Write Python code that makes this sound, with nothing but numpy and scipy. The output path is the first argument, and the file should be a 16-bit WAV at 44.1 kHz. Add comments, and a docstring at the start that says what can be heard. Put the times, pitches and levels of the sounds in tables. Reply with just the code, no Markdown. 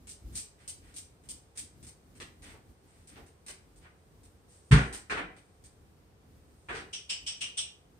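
"""Kittens pad across a hard laminate floor in a bare kitchen; claws tick and paws scuff, each a flurry of clicks.
Soft paw thuds and hard wood knocks are clicks too; a heavy knock rings the floor, a door part clatters twice.
Five short squeaky kisses, probably lips calling the kittens, are dragged-out clicks through three resonances.
All these contacts are heard mostly through the room's echoes.
Behind them lie a faint noise rustle, a low rumble with bumps, and a steady noise room tone."""
import sys
import numpy as np
from scipy import signal
from scipy.fft import rfft, irfft, next_fast_len
from scipy.io import wavfile
from scipy.ndimage import uniform_filter1d

SR = 44100
rng = np.random.default_rng(int(sys.argv[2]) if len(sys.argv) > 2 else 0)


def materialize(psi):
    """Save the field psi as 16-bit PCM at rate SR to the path in sys.argv[1].

    A 1-D psi becomes a single channel; in a 2-D psi each row is a channel.
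    """
    bounded = np.clip(np.atleast_2d(psi).T, -1, 1)
    quanta = np.round(bounded * 32767).astype(np.int16)
    wavfile.write(sys.argv[1], SR, quanta)


N = 352359   # length in samples
LEAD_IN = 512   # samples of silence ahead of each room response, so that filters start cleanly


def from_db(db):
    """Decibels to gain."""
    return 10 ** (np.asarray(db) / 20)


def rms_one(x):
    """Scale to rms 1."""
    return x / np.sqrt(np.mean(x ** 2) + 1e-20)


def at_hz(points, hz):
    """Read a table on a log-frequency axis."""
    table_hz, value = np.array(points).T
    return np.interp(np.log(hz + 1), np.log(table_hz), value)


def in_time(rows):
    """Read a curve at every sample."""
    s, value = np.transpose(rows)
    return np.interp(np.arange(N) / SR, s, value)


def coloured(x, spectrum):
    """Give a sound the colour of a spectrum table."""
    length = x.shape[-1]
    size = next_fast_len(length + 4096)
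    hz = np.arange(size // 2 + 1) * SR / size
    return irfft(rfft(x, size) * from_db(at_hz(spectrum, hz)), size)[..., :length]


# How alike left and right are. Each row: frequency in Hz, correlation from -1 to 1.
LEFT_RIGHT_LIKENESS = [(100, 0.91), (250, 0.83), (500, 0.56), (1000, -0.085), (3000, -0.061),
                       (12000, -0.11)]


def stereo(mid, side):
    """Two unrelated sounds become a pair that is alike in the bass and nearly unrelated in the treble."""
    alike = [(hz, np.clip(c, -.99, .995)) for hz, c in LEFT_RIGHT_LIKENESS]
    mid = coloured(mid, [(hz, 10 * np.log10(1 + c)) for hz, c in alike])
    side = coloured(side, [(hz, 10 * np.log10(1 - c)) for hz, c in alike])
    return np.array([mid + side, mid - side]) / np.sqrt(2)


def steady(spectrum):
    """Stereo noise of a given colour, rms 1."""
    return rms_one(stereo(*coloured(rng.standard_normal((2, N)), spectrum)))


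# How long the room rings. Each row: frequency in Hz, time to fall 60 dB in seconds.
ROOM_DECAY = [(250, 0.54), (1000, 0.38), (2000, 0.39), (3300, 0.34), (5000, .33), (9000, 0.28)]
# Walls and ceiling. Each row: shortest delay in seconds, level in dB over the direct level.
WALL_ECHOES = [(.008, -10.5), (0.018, -8.5), (0.0183, -4.5), (0.0208, 0), (.027, 0)]


def room_response(direct_db):
    """Direct sound and a few clear echoes, with a dense wash that piles up and dies, treble first."""
    buildup_s, grain_db = 0.0055, 3
    t = np.arange(SR // 2) / SR
    spikes = np.minimum(rng.exponential(1, len(t)), 4)
    grain = from_db(grain_db * spikes * np.exp(-t / 0.034))   # roughest at the start
    echoes = rng.standard_normal((2, len(t))) * grain
    wash = 0
    edges = 40 * 2 ** np.arange(0, 9.1, 1 / 3)   # third octaves, Hz
    for low, high in zip(edges, edges[1:]):
        band = signal.sosfilt(signal.butter(2, [low, high], "band", fs=SR, output="sos"), echoes)
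        wash = wash + band * from_db(-60 * t / at_hz(ROOM_DECAY, np.sqrt(low * high)))
    spectrum = rfft(wash * (1 - np.exp(-t / buildup_s)))
    smooth_power = uniform_filter1d(np.abs(spectrum) ** 2, size=50)
    out = irfft(spectrum / np.sqrt(smooth_power), len(t))   # no colour of its own
    out *= np.clip((t[-1] - t) * 20 - 1, 0, 1)   # the wash fades out fully
    for delay, db in [(0.00047, 0.0095)] + list(WALL_ECHOES):   # the direct sound comes first
        lags = np.round((delay + 0.0011 * rng.random(2)) * SR).astype(int)
        out[[0, 1], lags] += from_db(direct_db + db) * rng.choice([-1, 1], 2)
    return stereo(*np.pad(out, [(0, 0), (LEAD_IN, 0)]))


def contacts(seconds, db, lengths, dragged=False):
    """Each contact is a flurry of tiny clicks, dying away or dragged out, with a set total energy."""
    out = np.zeros(N + 8192)
    t = np.arange(8192) / SR   # no contact outlasts this
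    clicks_per_s = 9000 if dragged else 2500
    for s, level_db, length in zip(seconds, db, lengths):
        clicks = rng.standard_normal(len(t)) * (rng.random(len(t)) < clicks_per_s / SR)
        clicks[0] = 1
        if dragged:
            shape = np.clip(1 - (t / length) ** 3, 0, 1)
        else:
            shape = np.exp(-t / max(length, .0005))
        spectrum = rfft(clicks * shape)
        smooth_power = uniform_filter1d(np.abs(spectrum) ** 2, size=24)
        clicks = irfft(spectrum / np.sqrt(smooth_power)) * (shape > .001)   # even in colour
        at = round(s * SR)
        out[at:at + len(t)] += from_db(level_db) * clicks / np.sqrt(np.sum(clicks ** 2))
    return out[:N]


# Treble colour of the microphone. Each row: frequency in Hz, gain in dB.
MICROPHONE_COLOUR = [(6000, 7), (7200, 5.5), (8700, 15), (9500, 7.5), (10600, -23.5), (11600, -11),
                     (13000, -8), (16000, -11)]


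def in_room(source, spectrum, room):
    """Colour and echoes; a unit click reaches rms 1 over its loudest 10 ms."""
    response = coloured(coloured(room, spectrum), MICROPHONE_COLOUR)
    loudest = np.sqrt(uniform_filter1d(np.mean(response ** 2, axis=0), size=441).max())
    return signal.fftconvolve(source[None], response / loudest, axes=1)[:, LEAD_IN:LEAD_IN + N]


def struck(seconds, lengths, layers, direct_db, count):
    """Contacts are dealt in turn to several places in the room, each with echoes of its own."""
    out = 0
    for place in range(count):
        room = room_response(direct_db)
        mine = slice(place, None, count)
        for db, spectrum in layers:
            clicks = contacts(seconds[mine], db[mine], lengths[mine])
            out = out + in_room(clicks, spectrum, room)
    return out


STEP_DIRECT_DB = -10.5   # direct sound against the wash, for steps and scuffs
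# Claw and paw colours. Each row: frequency in Hz, relative level in dB per Hz.
CLAW_COLOUR = [(1200, -46), (1900, -12), (2700, -2), (4500, 2), (7000, 5), (10000, 8), (12500, 7),
               (16000, 1.5)]
PAW_COLOUR = [(400, -2), (1000, -5), (2000, 1.5), (3500, -6), (6000, -14), (10000, -45)]
# Footfalls and a few strong early echoes of them, each row one tick and scuff.
# Each row: start in seconds, claw tick in dB, paw scuff in dB.
TICKS_AND_SCUFFS = [(0.071, -48, -61), (0.0933, -45, -84), (0.3535, -36.5, -55), (0.6768, -39.5, -61),
                    (0.87, -68, -78), (0.941, -52, -69), (0.9627, -41.5, -62), (1.236, -66.5, -71),
                    (1.288, -39.5, -62), (1.574, -38, -57), (1.8267, -54, -64), (1.8667, -50, -64),
                    (2.152, -61, -65), (2.201, -50.5, -44.5), (2.421, -56, -61), (3.073, -54, -88),
                    (3.1571, -89, -55.5), (3.262, -63, -68), (3.463, -48, -57), (3.482, -45, -49.5),
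                    (3.759, -61.5, -80), (4.233, -61.5, -72.5), (4.926, -43.5, -47), (5.364, -64.5, -61.5),
                    (5.639, -54, -68)]


def steps():
    """A bright claw tick and a duller paw scuff sound together in each row, both dying in about 2 ms."""
    s, claw_db, paw_db = np.transpose(TICKS_AND_SCUFFS)
    decay_s = np.full(len(s), 0.0022)
    layers = [(claw_db, CLAW_COLOUR), (paw_db, PAW_COLOUR)]
    return struck(s, decay_s, layers, STEP_DIRECT_DB, count=4)


# Paws dragged over the boards.
# Each row: start in seconds, bright part in dB, dull part in dB, length in seconds (cut at 0.186).
PAW_DRAGS = [(0.323, -55, -61, 0.033), (0.348, -38.5, -62, 0.06), (0.583, -64, -59.5, 0.085),
             (0.818, -64, -58.5, 0.17), (1.554, -53, -62, 0.021), (2.42, -55.5, -49, 0.12),
             (2.526, -76, -70, 0.026), (2.861, -63, -64.5, 0.22), (3.071, -66, -58, 0.12),
             (3.159, -89, -62, 0.049), (3.811, -71, -62, 0.027), (4.48, -58, -71, 0.13),
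             (4.927, -44.5, -51.5, 0.046), (6.754, -58, -45, 0.057)]


def scuffs():
    """A paw sliding on the floor: the same colours as a step, drawn out."""
    s, bright_db, dull_db, length = np.transpose(PAW_DRAGS)
    room = room_response(STEP_DIRECT_DB)
    bright = in_room(contacts(s, bright_db, length, dragged=True), CLAW_COLOUR, room)
    dull = in_room(contacts(s, dull_db, length, dragged=True), PAW_COLOUR, room)
    return bright + dull


# Mid clatter, hollow part and bright edge. Each row: frequency in Hz, relative level in dB per Hz.
CLATTER_COLOUR = [(400, 0.5), (800, -1), (1500, 8.5), (2400, 3.5), (3500, -7), (6000, -29), (10000, -37)]
HOLLOW_COLOUR = [(150, -37), (250, -7.5), (330, 4), (440, 10), (560, -1), (800, 4), (1200, -4),
                 (2000, -23.5)]
EDGE_COLOUR = [(2000, -11.5), (4000, 2.5), (9000, -7.5), (11000, -12)]
# Soft hollow paw thuds, then a faint clatter and hard knocks on wood. 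Each row: start in seconds,
# clatter in dB, hollow part in dB, bright part in dB, decay constant of the contact in seconds.
THUDS_AND_KNOCKS = [(2.533, -64.5, -56.5, -80, 0.006), (3.165, -62, -54, -83, 0.0069),
                    (3.844, -57, -67, -83, 0.0051), (4.7125, -23.5, -30, -32.5, 0.0053),
                    (4.745, -28.5, -37, -44, 0.031), (5.097, -31, -41, -45.5, 0.011),
                    (5.1326, -38.5, -43, -67, 0.016), (5.168, -34, -41.5, -64, 0.0068),
                    (6.685, -36.5, -43, -62, 0.008), (6.724, -42, -48.5, -57, 0.0044),
                    (6.747, -44, -48.5, -49.5, 0.0071)]


def thuds_and_knocks():
    """Paw thuds and wood on wood share three colours, mid, hollow and bright, under strong echoes."""
    s, clatter_db, hollow_db, bright_db, decay_s = np.transpose(THUDS_AND_KNOCKS)
    layers = [(clatter_db, CLATTER_COLOUR), (hollow_db, HOLLOW_COLOUR), (bright_db, EDGE_COLOUR)]
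    # little direct sound: the knocks come from round a corner
    return struck(s, decay_s, layers, direct_db=-15.5, count=3)


# Low resonances of the floor. Each row: frequency in Hz, relative level in dB, time to fall 60 dB in seconds.
FLOOR_RESONANCES = [(58.5, -7, 0.39), (75.7, 6, 0.082), (126.4, -2.5, 0.26), (149.2, 5, 0.21),
                    (205, -5, 0.37), (263, -9.5, 0.38), (304.4, -13, 0.43)]
# Pushes on the floor; the heavy knock lands in stages.
# Each row: start in seconds, strength in dB, push length in seconds.
FLOOR_PUSHES = [(0.232, -29, 0.02), (0.254, -44, 0.017), (4.708, -20.5, 0.0051), (4.716, -18, 0.006),
                (4.724, -11, 0.0045), (5.105, -52, 0.0037), (6.691, -50, 0.0066)]


def thumps():
    """Soft pushes set the low floor modes ringing, nearly alike in both ears."""
    push, out = np.full(N, 1e-18), 0
    for s, db, length in FLOOR_PUSHES:
        shape = np.hanning(max(round(length * SR), 3))
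        at = round(s * SR)
        push[at:at + len(shape)] -= from_db(db) * shape / shape.sum()
    for hz, db, t60 in FLOOR_RESONANCES:
        r, w = from_db(-60 / (t60 * SR)), 2 * np.pi * hz / SR   # loss per sample, radians per sample
        ringing = signal.lfilter([0, np.sin(w)], [1, -2 * r * np.cos(w), r * r], push)
        out = out + from_db(db) * ringing
    # the microphone drops the deepest bass
    out = signal.sosfilt(signal.butter(6, 50, "high", fs=SR, output="sos"), out)
    side = from_db(-20.5) * np.roll(out, 90)   # a faint late copy, opposite in the two ears
    return out + side * [[1], [-1]]


# Overall tilt of the kisses. Each row: frequency in Hz, relative level in dB per Hz.
KISS_TILT = [(500, -8.5), (1800, -7.5), (2400, -5.5), (9000, 1), (10500, -7)]
# Five short squeaky kisses. Each row: start in seconds, level in dB, first resonance in Hz,
# second resonance in Hz, second level in dB and third level in dB against the first, before the tilt.
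KISSES = [(6.927, -36, 3020, 5700, -5, -30), (7.091, -30.5, 2930, 5230, -5.5, -18.5),
          (7.262, -32, 3050, 5430, -3, -16.5), (7.405, -33, 2890, 5750, -14.5, -27),
          (7.569, -29.5, 3210, 5640, -8, -12)]


def kisses():
    """Squeaky kisses, probably lips calling the kittens: bursts of clicks through three resonances."""
    width_hz, third_over_second, length_s = 810, 1.474, 0.016
    hiss_db = -23.5   # what escapes between the resonances
    out, hz = 0, np.geomspace(300, 16000, 120)
    for s, db, first_hz, second_hz, second_db, third_db in KISSES:
        resonances = [(first_hz, 0), (second_hz, second_db), (third_over_second * second_hz, third_db)]
        peaks = sum(from_db(d) / (1 + np.abs(2 * (hz - centre) / width_hz) ** 2.2)
                    for centre, d in resonances)
        colour = 20 * np.log10(peaks + from_db(hiss_db)) + at_hz(KISS_TILT, hz)
        burst = contacts([s], [db], [length_s], dragged=True)
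        out = out + in_room(burst, np.transpose([hz, colour]), room_response(direct_db=-31))
    return out


# Faint rustle while the animals move. Each row: time in seconds, level in dB.
RUSTLE_LEVEL = [(0.0, -92), (0.84, -78), (1.09, -77.5), (4.47, -78.5), (4.88, -57.5), (5.07, -97),
                (5.41, -74), (6.18, -85), (6.74, -69.5), (6.9, -74), (7.4, -72), (7.99, -81)]


def rustle():
    """Claw-coloured noise that rises and falls along a level curve."""
    noise = rms_one(coloured(steady(CLAW_COLOUR), MICROPHONE_COLOUR))
    return from_db(in_time(RUSTLE_LEVEL)) * noise


# Colour of the rumble. Each row: frequency in Hz, relative level in dB per Hz.
RUMBLE_COLOUR = [(25, -34), (45, 4), (80, 3), (150, -8), (300, -6), (600, -35)]
# Low bumps carried by floor and hand.
# Each row: time of the top in seconds, level in dB, length from the top to 1/e in seconds.
LOW_BUMPS = [(0.036, -58, 0.11), (0.315, -49.5, 0.084), (0.85, -60.5, 0.25), (1.318, -55, 0.069),
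             (1.623, -55.5, 0.036), (1.834, -54.5, 0.079), (2.19, -58, 0.15), (2.496, -55.5, 0.11),
             (2.704, -58, 0.033), (2.856, -59, 0.029), (2.999, -62, 0.039), (3.19, -54, 0.079),
             (3.48, -63, 0.045), (3.747, -63.5, 0.14), (4.23, -61, 0.15), (4.481, -67.5, 0.048),
             (5.646, -61, 0.032), (5.925, -66, 0.25), (6.353, -60.5, 0.096), (6.524, -62, 0.049),
             (6.756, -72, 0.19), (7.257, -60, 0.044), (7.451, -60.5, 0.05), (7.97, -64.5, 0.1)]


def bumps():
    """Low rumble that wavers by chance and swells smoothly at each bump."""
    rumble_db, waver_db, waver_hz = -73, 2.5, 15   # between the bumps
    t = np.arange(N) / SR
    slow = signal.butter(2, waver_hz, fs=SR, output="sos")
    waver = rms_one(signal.sosfilt(slow, rng.standard_normal(N)))
    swells = sum(from_db(db) * np.exp(-((t - s) / length) ** 2) for s, db, length in LOW_BUMPS)
    level = from_db(rumble_db + waver_db * waver) + swells
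    return level * steady(RUMBLE_COLOUR)


# Colour of the quiet house. Each row: frequency in Hz, relative level in dB per Hz.
ROOM_TONE_COLOUR = [(18, -52), (30, -39), (81, -1.5), (109, -10), (157, -9), (252, -21), (426, -13),
                    (632, -21.5), (740, -19), (844, -22), (913, -22.5), (2680, -33), (5040, -36.5),
                    (16000, -46.5)]


def room_tone():
    """Steady noise, strongest in a low band near 81 Hz."""
    return from_db(-62.5) * steady(ROOM_TONE_COLOUR)


def scene():
    """All sources as they reach the two microphones."""
    return steps() + scuffs() + thuds_and_knocks() + thumps() + kisses() + rustle() + bumps() + room_tone()


def band_limit(x):
    """A steep low-pass at the top of the band."""
    return signal.sosfilt(signal.butter(12, 16190, fs=SR, output="sos"), x)


def record(dry):
    """A steep low-pass removes the top above 16.2 kHz."""
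    cut = signal.sosfilt(signal.cheby2(14, 60, 16200, fs=SR, output="sos"), dry)
    return band_limit(cut)


dry = scene()
out = record(dry)
materialize(out)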